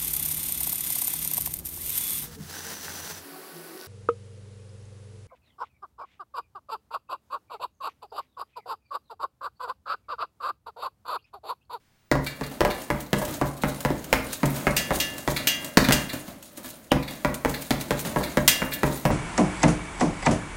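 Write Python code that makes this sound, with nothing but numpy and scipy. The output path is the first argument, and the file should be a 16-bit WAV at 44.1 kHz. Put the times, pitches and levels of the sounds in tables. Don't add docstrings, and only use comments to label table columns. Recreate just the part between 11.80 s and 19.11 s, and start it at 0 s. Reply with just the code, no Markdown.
import sys
import numpy as np
from scipy import signal
from scipy.fft import rfft, irfft, next_fast_len
from scipy.io import wavfile
from scipy.ndimage import uniform_filter1d, map_coordinates

SR = 44100
rng = np.random.default_rng(int(sys.argv[2]) if len(sys.argv) > 2 else 0)


def int16_out(signal):
    q = np.round(np.clip(np.atleast_2d(signal).T, -1, 1) * 32767)
    wavfile.write(sys.argv[1], SR, q.astype(np.int16))


N = 322371
T = np.arange(SR // 2) / SR

# start in seconds, level in dB, offsets of thud, slap and crack in dB,
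# pitch of the crack in Hz, offset of the ringing air inside in dB.
BAG_BLOWS = [(0.315, -9.5, -6.5, -8.5, -13, 4350, 1.5), (0.354, -12, -16, -27, -23, 2590, -4),
             (0.611, -20, -5.5, -10.5, -16, 3420, -12), (0.807, -7.5, -15.5, -16, -13, 2500, -3),
             (0.85, -9.5, -28, -17, -13, 2600, 0.5), (1.103, -11, -10.5, -11.5, -17.5, 2530, -4.5),
             (1.331, -14, -3.5, -6, -4.5, 2650, 3), (1.417, -18, -16, -23, -19, 3670, 6.5),
             (1.614, -11.5, -9.5, -18.5, -16, 2620, 0), (1.836, -11, -6, -10.5, -19, 2650, -5.5),
             (2.05, -14, -4, -9.5, -9, 2810, 3), (2.104, -17.5, -2.5, -21, -16, 3630, -5),
             (2.3285, -9, -16, -7, -2.5, 2500, -4), (2.632, -11, -3, -12.5, -19, 2440, -5),
             (2.869, -9, -9, -6.5, -36, 2640, -4), (3.107, -11.5, -11.5, -11, -21, 3320, 0.5),
             (3.477, -12, -10, -11.5, -13, 3430, -2.5), (3.972, -6, -1, -4.5, -1, 4330, -3),
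             (4.087, -14, 2.5, -8, -2.5, 3110, -2), (4.109, -11, -33, -5, -9, 2730, 0.5),
             (5.118, -6.5, -7, -15, -11, 2870, -5.5), (5.448, -11.5, -7, -7.5, -16, 3550, -0.5),
             (5.649, -10, -10.5, -14.5, -14.5, 2480, -5.5), (5.907, -12.5, -5, -11.5, -5, 3670, -7),
             (6.108, -13.5, -8, -11.5, -6, 2740, -3), (6.361, -12.5, -6, -13.5, -20.5, 2940, 2.5),
             (6.411, -18, -5.5, -23, -17, 4150, -1), (6.572, -10.5, -6, -9.5, -11.5, 3040, 3),
             (6.819, -18, -5.5, -3, -34, 3290, -20), (7.033, -8, -8, -13, -16, 2390, -5),
             (7.253, -10, -5.5, -16, -11, 2380, 2.5), (7.304, -14, -31, -28, -35, 2760, -3)]
# time in seconds, pitch in Hz, level in dB.
KNUCKLE_SKID = (5.1175, 2950, -17.5)
# start in seconds, level in dB, offsets of sparkle and ring in dB.
HOOK_CLINKS = [(2.9655, -14.5, -12.5, -3), (3.2008, -17.5, -16, 2), (3.6715, -12.5, -13, -0.5),
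               (4.1227, -13.5, -10.5, -3), (6.6778, -8, -8.5, -4)]
# start in seconds, level in dB, ring offset in dB.
HOOK_JOLTS = [(0.4651, -23.5, 4.5), (0.6348, -31.5, 5), (0.905, -25.5, 7.5), (3.5652, -19.5, 3.5),
              (4.043, -19.5, -3), (4.295, -27.5, 5), (5.227, -33, -10), (5.2798, -29, 7), (5.741, -25, 2.5),
              (6.4349, -24, 1), (6.921, -25.5, 9)]
# start in seconds, click level in dB, level of the swivels' turn in dB.
LINK_SLIPS = [(0.445, -32, -43), (0.665, -32, -45), (1.018, -30.5, -43), (1.204, -30, -46),
              (1.385, -36, -38), (1.451, -23.5, -46), (1.541, -29.5, -38), (1.675, -46, -40),
              (1.8214, -27, -50.5), (1.89, -36, -36.5), (1.9452, -31, -57), (2.0055, -24, -48),
              (2.242, -27, -54), (2.446, -37, -38), (2.5308, -19, -36), (2.6562, -21, -39),
              (2.7596, -28, -40), (3.15, -39, -28.5), (3.3812, -24.5, -48), (3.504, -26, -33.5),
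              (3.8457, -22.5, -47), (4.332, -26.5, -42), (4.48, -47, -47), (4.6265, -33, -48),
              (4.7737, -32, -43.5), (4.86, -40, -39.5), (5.31, -36, -41), (5.543, -21, -53),
              (5.695, -25.5, -36.5), (5.822, -25.5, -38), (6.011, -21, -38.5), (6.192, -21.5, -33),
              (6.26, -38, -41.5), (6.39, -34, -35), (6.935, -28, -37), (7.065, -33, -38),
              (7.13, -42, -37.5)]
# time in seconds, level in dB.
SWING_LEVELS = [(0.45, -59), (0.5, -53), (1.0, -45.5), (1.17, -49), (1.33, -50), (1.52, -40.5),
                (1.73, -49.5), (2.32, -46), (2.84, -41), (3.91, -45.5), (4.19, -42.5), (4.62, -55.5),
                (5.13, -56.5), (5.32, -49.5), (5.57, -52), (5.86, -44), (7.31, -44.5)]
# start in seconds, level in dB.
FOOTFALLS = [(0.713, -22.5), (0.98, -23.5), (1.48, -18.5), (2.764, -31), (3.6, -18.5), (3.75, -27.5),
             (4.334, -15), (4.48, -23), (4.777, -25.5), (4.845, -24), (6.25, -14.5), (6.314, -26)]

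# frequency in Hz, level in dB, time to fall 60 dB (t60) in seconds.
BAG_MODES = [(596, -15, .32), (520, -21, .15), (870, -22, .15), (985, -23, .2), (1090, -26, .18),
             (1650, -24, .18)]
ANCHOR_MODES = [(40.2, -16.5, 0.26), (63.3, -19, 0.44)]
HOOK_MODES = [(1610, -19, .8), (1737, -7, .65), (1951, -7, .48), (2083, -11, .7), (2341, -13, .3),
              (2481, -12, .28), (2773, -7, .4), (2796, -1, .5), (2880, -7, .26), (3297, -4, .45),
              (3732, -12, .33), (3950, -10, .22), (4690, -12, .35), (4975, -9, .33), (5182, -12, .27),
              (5632, -13, .35), (5855, -13, .33), (5991, -9, .33), (6304, -4, .3), (6880, -9, .33),
              (7523, -11, .19), (7803, -9, .18), (8089, -8, .14), (8964, -11, .33), (9315, -11, .26),
              (11978, -3, .18), (13931, 5, .12), (14230, -10, .18)]
ROOM_MODES = [(118, -17, .4), (141, -4.5, .48), (197, -11, .38), (262, -11, .48), (300, -19, .3),
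              (342, -18, .35)]

# frequency in Hz, level in dB.
THUD_SPECTRUM = [(25, -26), (85, -25), (130, -3.5), (180, 0.5), (300, 2.5), (420, -12.5), (600, -10.5),
                 (1500, -56.5), (5000, -104)]
SMACK_SPECTRUM = [(100, -36), (300, -0.5), (520, 2), (720, -3), (950, -0.5), (1300, -10.5), (2200, -22),
                  (6000, -74.5)]
SLAP_SPECTRUM = [(300, -43), (1100, -2), (1550, 0.5), (2000, 2.5), (2400, -4.5), (3200, -19), (8000, -30)]
CLANG_SPECTRUM = [(300, -5.5), (1200, -25), (2000, -1), (2700, 6), (4500, 3), (6500, -1), (15500, -21)]
SPARKLE_SPECTRUM = [(500, -13), (2500, -6.5), (5000, -9.5), (6800, -5.5), (9500, -5.5), (10400, -11),
                    (12000, -6.5), (14000, -8), (15500, -7)]
CHATTER_SPECTRUM = [(300, -35), (1400, -2), (2350, 5.5), (2950, -18), (3500, 3), (4400, 1.5), (5400, -11),
                    (15500, -11)]
RATTLE_SPECTRUM = [(300, -25), (1000, -19), (2000, 2), (4000, 5.5), (5300, 2.5), (7000, 3), (10000, 3.5),
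                   (15500, 1.5)]
RUMBLE_SPECTRUM = [(22, -21), (55, -9.5), (100, -4.5), (170, -1.5), (290, 1.5), (430, -11.5), (590, -1),
                   (750, -10), (1800, -15.5), (5000, -24.5)]
HUSH_SPECTRUM = [(25, -4), (150, -1.5), (500, -15.5), (2000, -16), (5000, -21.5), (15000, -31)]
# frequency as a multiple of the crack's pitch, level in dB.
CRACK_SHAPE = [(.2, -3.5), (.6, -5), (.85, -4), (1.02, -0.5), (1.4, -6), (2.3, -11.5), (4.5, -15.5)]
SWIVEL_PEAKS = [3840, 6540, 9000, 13700]

# frequency in Hz, t60 in seconds.
ROOM_DECAY = [(60, 0.78), (200, 0.52), (600, 0.5), (1500, .48), (4000, 0.36), (14000, 0.28)]
# delay at the microphone in seconds, level in dB.
WALL_ECHOES = [(.0042, -14.5), (.0078, -7.5), (.0096, -6), (0.016, -12.5)]


def bag():
    out = np.zeros(N)
    for start, db, thud_db, slap_db, crack_db, crack_hz, air_db in BAG_BLOWS:
        crack_spectrum = [(ratio * crack_hz, level) for ratio, level in CRACK_SHAPE]
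        thud = amp(thud_db - 2) * contact(THUD_SPECTRUM, t60=0.04, scatter_db=8)
        smack = amp(-6) * contact(SMACK_SPECTRUM, t60=0.045, scatter_db=-1)
        slap = amp(slap_db) * contact(SLAP_SPECTRUM, t60=0.035, scatter_db=-2)
        crack = amp(crack_db - 2.5) * contact(crack_spectrum, t60=0.022, scatter_db=2)
        air = amp(air_db + 1) * ring(BAG_MODES, attack=0.002, spread_db=2, detune=0.008)
        boom = amp(thud_db / 2 - 5.5) * ring(ROOM_MODES, attack=0.0042, spread_db=3.5)
        tug = amp(0.5) * ring(ANCHOR_MODES, attack=0.01, spread_db=-0.5)
        body = in_room(thud + smack, wet_db=-7.5, build=0.012)
        leather = in_room(slap + crack, wet_db=-6.5, build=0.004)
        add(out, start, amp(db) * (body + leather + air + boom + tug))
        jerk_thud = contact(THUD_SPECTRUM, t60=0.17, scatter_db=-1)
        jerk_smack = amp(-2) * contact(SMACK_SPECTRUM, t60=0.15, scatter_db=-6)
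        lag = 0.045 + 0.0052 * rng.standard_normal()
        add(out, start + lag, amp(db - 19) * (jerk_thud + jerk_smack))
    return out


def squeak(lead_s=0.03):
    peak_time, hz, db = KNUCKLE_SKID
    swell = np.exp(-np.abs(T - lead_s) / 0.0028)
    pitch = hz * (1 + 0.091 * wobble(610)[:len(T)])
    chirp = swell * np.sin(2 * np.pi * np.cumsum(pitch) / SR)
    out = np.zeros(N)
    add(out, peak_time - lead_s, amp(db) * in_room(chirp, wet_db=-18))
    return out


def hook():
    out = np.zeros(N)
    for start, db, sparkle_db, ring_db in HOOK_CLINKS:
        clang = amp(-6) * contact(CLANG_SPECTRUM, t60=0.12, scatter_db=16)
        sparkle = amp(sparkle_db + 8) * contact(SPARKLE_SPECTRUM, t60=0.088, scatter_db=24)
        tone = amp(ring_db - 9.5) * in_room(hook_ring(treble_db=sparkle_db / 2), wet_db=-14)
        add(out, start, amp(db) * (in_room(clang + sparkle, wet_db=-6) + tone))
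    soft_onset = 1 - np.exp(-T / 0.013)
    for start, db, ring_db in HOOK_JOLTS:
        chatter = crest(contact(CHATTER_SPECTRUM, t60=0.045, scatter_db=7) * soft_onset)
        tone = amp(ring_db + 2) * hook_ring(treble_db=-71.5)
        add(out, start - 0.003, amp(db - 5) * (in_room(chatter, wet_db=-2.5) + tone))
    return out


def hook_ring(treble_db):
    modes = [(hz, db + treble_db * hz / (hz + 7000), t60) for hz, db, t60 in HOOK_MODES]
    return ring(modes, attack=0.001, spread_db=1.2)


def links():
    out = np.zeros(N)
    for start, db, _ in LINK_SLIPS:
        click = contact(SPARKLE_SPECTRUM, t60=0.055, scatter_db=24)
        add(out, start, amp(db - 6.5) * in_room(click, wet_db=-11.5))
    return out


def rigging(cords_db=4.5):
    ticks = sum(swivel(hz) for hz in SWIVEL_PEAKS)
    rattle = unit(in_room(colour(ticks, RATTLE_SPECTRUM), wet_db=-4, build=0.0011))
    swell = amp(2.5 * wobble(18))
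    rumble = unit(colour(rng.standard_normal(N), RUMBLE_SPECTRUM) * swell)
    times, levels = np.transpose(SWING_LEVELS)
    swing = amp(np.interp(np.arange(N) / SR, times, levels, left=-np.inf))
    rattle_gain = np.hypot(lull() * swing, turns())
    return rattle_gain * rattle + amp(cords_db) * swing * rumble


def swivel(hz, slips_per_s=38, ticks_per_s=3500):
    slips = (rng.random(N) < slips_per_s / SR) * amp(3 * rng.standard_normal(N))
    bursts = signal.lfilter([1], [1, -np.exp(-1 / (0.011 * SR))], slips)
    ticks = (rng.random(N) < ticks_per_s / SR) * rng.standard_normal(N)
    spectrum = [(hz / 3, -12), (hz / 1.09, -7), (hz, 0), (hz * 1.44, -10)]
    return unit(colour(ticks * (0.1 + bursts), spectrum)) * np.sqrt(hz)


def lull(depth_db=7.5, settle_s=0.05):
    t = np.arange(N) / SR
    starts = np.sort([row[0] for row in BAG_BLOWS + HOOK_CLINKS + LINK_SLIPS] + [np.inf])
    until_next = starts[np.searchsorted(starts, t)] - t
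    return amp(-depth_db * np.exp(-until_next / settle_s))


def turns(rise_s=0.016, t60=0.3):
    out = np.zeros(N)
    t = T - 0.1
    turn = np.where(t < 0, np.exp(-np.abs(t) / rise_s), fade(np.abs(t), t60))
    for start, _, turn_db in LINK_SLIPS:
        add(out, start + t[0], amp(turn_db) * turn)
    return out


def feet():
    out = np.zeros(N)
    for start, db in FOOTFALLS:
        step = contact(RUMBLE_SPECTRUM, t60=0.16, scatter_db=16)
        add(out, start, amp(db - 13) * in_room(step, wet_db=-3))
    return out


def room_tone():
    return amp(-65.5) * unit(colour(rng.standard_normal(N), HUSH_SPECTRUM))


def in_room(x, wet_db, build=0.0026, size=256):
    blocks = rfft(rng.standard_normal((len(T) // size, size)))
    ages = np.arange(len(blocks))[:, None] * size / SR
    t60 = along(ROOM_DECAY, np.fft.rfftfreq(size, 1 / SR))
    tail = irfft(blocks * fade(ages, t60)).ravel()
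    tail *= 1 - np.exp(-T[:len(tail)] / build)
    tail /= np.linalg.norm(tail)
    return x + amp(wet_db) * signal.fftconvolve(x, tail)[:len(x)]


def contact(spectrum, t60, scatter_db, size=4096):
    scatter = rng.standard_normal(size) * fade(T[:size], t60)
    push = amp(scatter_db) * scatter / np.linalg.norm(scatter)
    push[0] += 1
    for delay, db in WALL_ECHOES:
        push[int(delay * rng.uniform(0.85, 1.15) * SR)] += amp(db)
    return np.pad(crest(colour(push, spectrum)), (0, len(T) - size))


def ring(modes, attack, spread_db, detune=0):
    hz, db, t60 = np.transpose(modes)
    hz = hz * (1 + detune * rng.standard_normal(len(hz)))
    gain = amp(db + spread_db * rng.standard_normal(len(hz)))
    phase = 2 * np.pi * rng.random((len(hz), 1))
    partials = fade(T, t60[:, None]) * np.sin(2 * np.pi * hz[:, None] * T + phase)
    return gain @ partials * (1 - np.exp(-T / attack))


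def colour(x, spectrum, size=4096):
    gain = amp(along(spectrum, np.fft.rfftfreq(size, 1 / SR)))
    cepstrum = irfft(np.log(gain))
    cepstrum[1:size // 2] *= 2
    cepstrum[size // 2 + 1:] = 0
    impulse = irfft(np.exp(rfft(cepstrum)))
    return signal.fftconvolve(x, impulse)[:len(x)]


def along(points, hz):
    freqs, values = np.transpose(points)
    return np.interp(np.log(hz + 1), np.log(freqs), values)


def wobble(rate):
    knots = rng.standard_normal(int(N * rate / SR) + 4)
    return map_coordinates(knots, [np.arange(N) * rate / SR], order=1)


def fade(t, t60):
    return np.exp(-np.log(1000) * t / t60)


def amp(db):
    return 10 ** (np.asarray(db) / 20)


def unit(x):
    return x / np.sqrt(np.mean(x ** 2) + 1e-20)


def crest(x):
    return x / np.sqrt(uniform_filter1d(x ** 2, size=256).max() + 1e-20)


def add(track, start, sound):
    part = track[max(round(start * SR), 0):][:len(sound)]
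    part += sound[:len(part)]


def scene():
    return (bag() + squeak() + hook() + links() + feet() + rigging() + room_tone())[None]


def record(dry):
    top_hz = 15850
    rounded = dry / (1 + np.abs(dry) ** 6) ** (1 / 6)
    size = next_fast_len(N + SR // 2)
    in_band = np.fft.rfftfreq(size, 1 / SR) < top_hz
    return irfft(rfft(rounded, size) * in_band, size)[:, :N]


dry = scene()
out = record(dry)
int16_out(out)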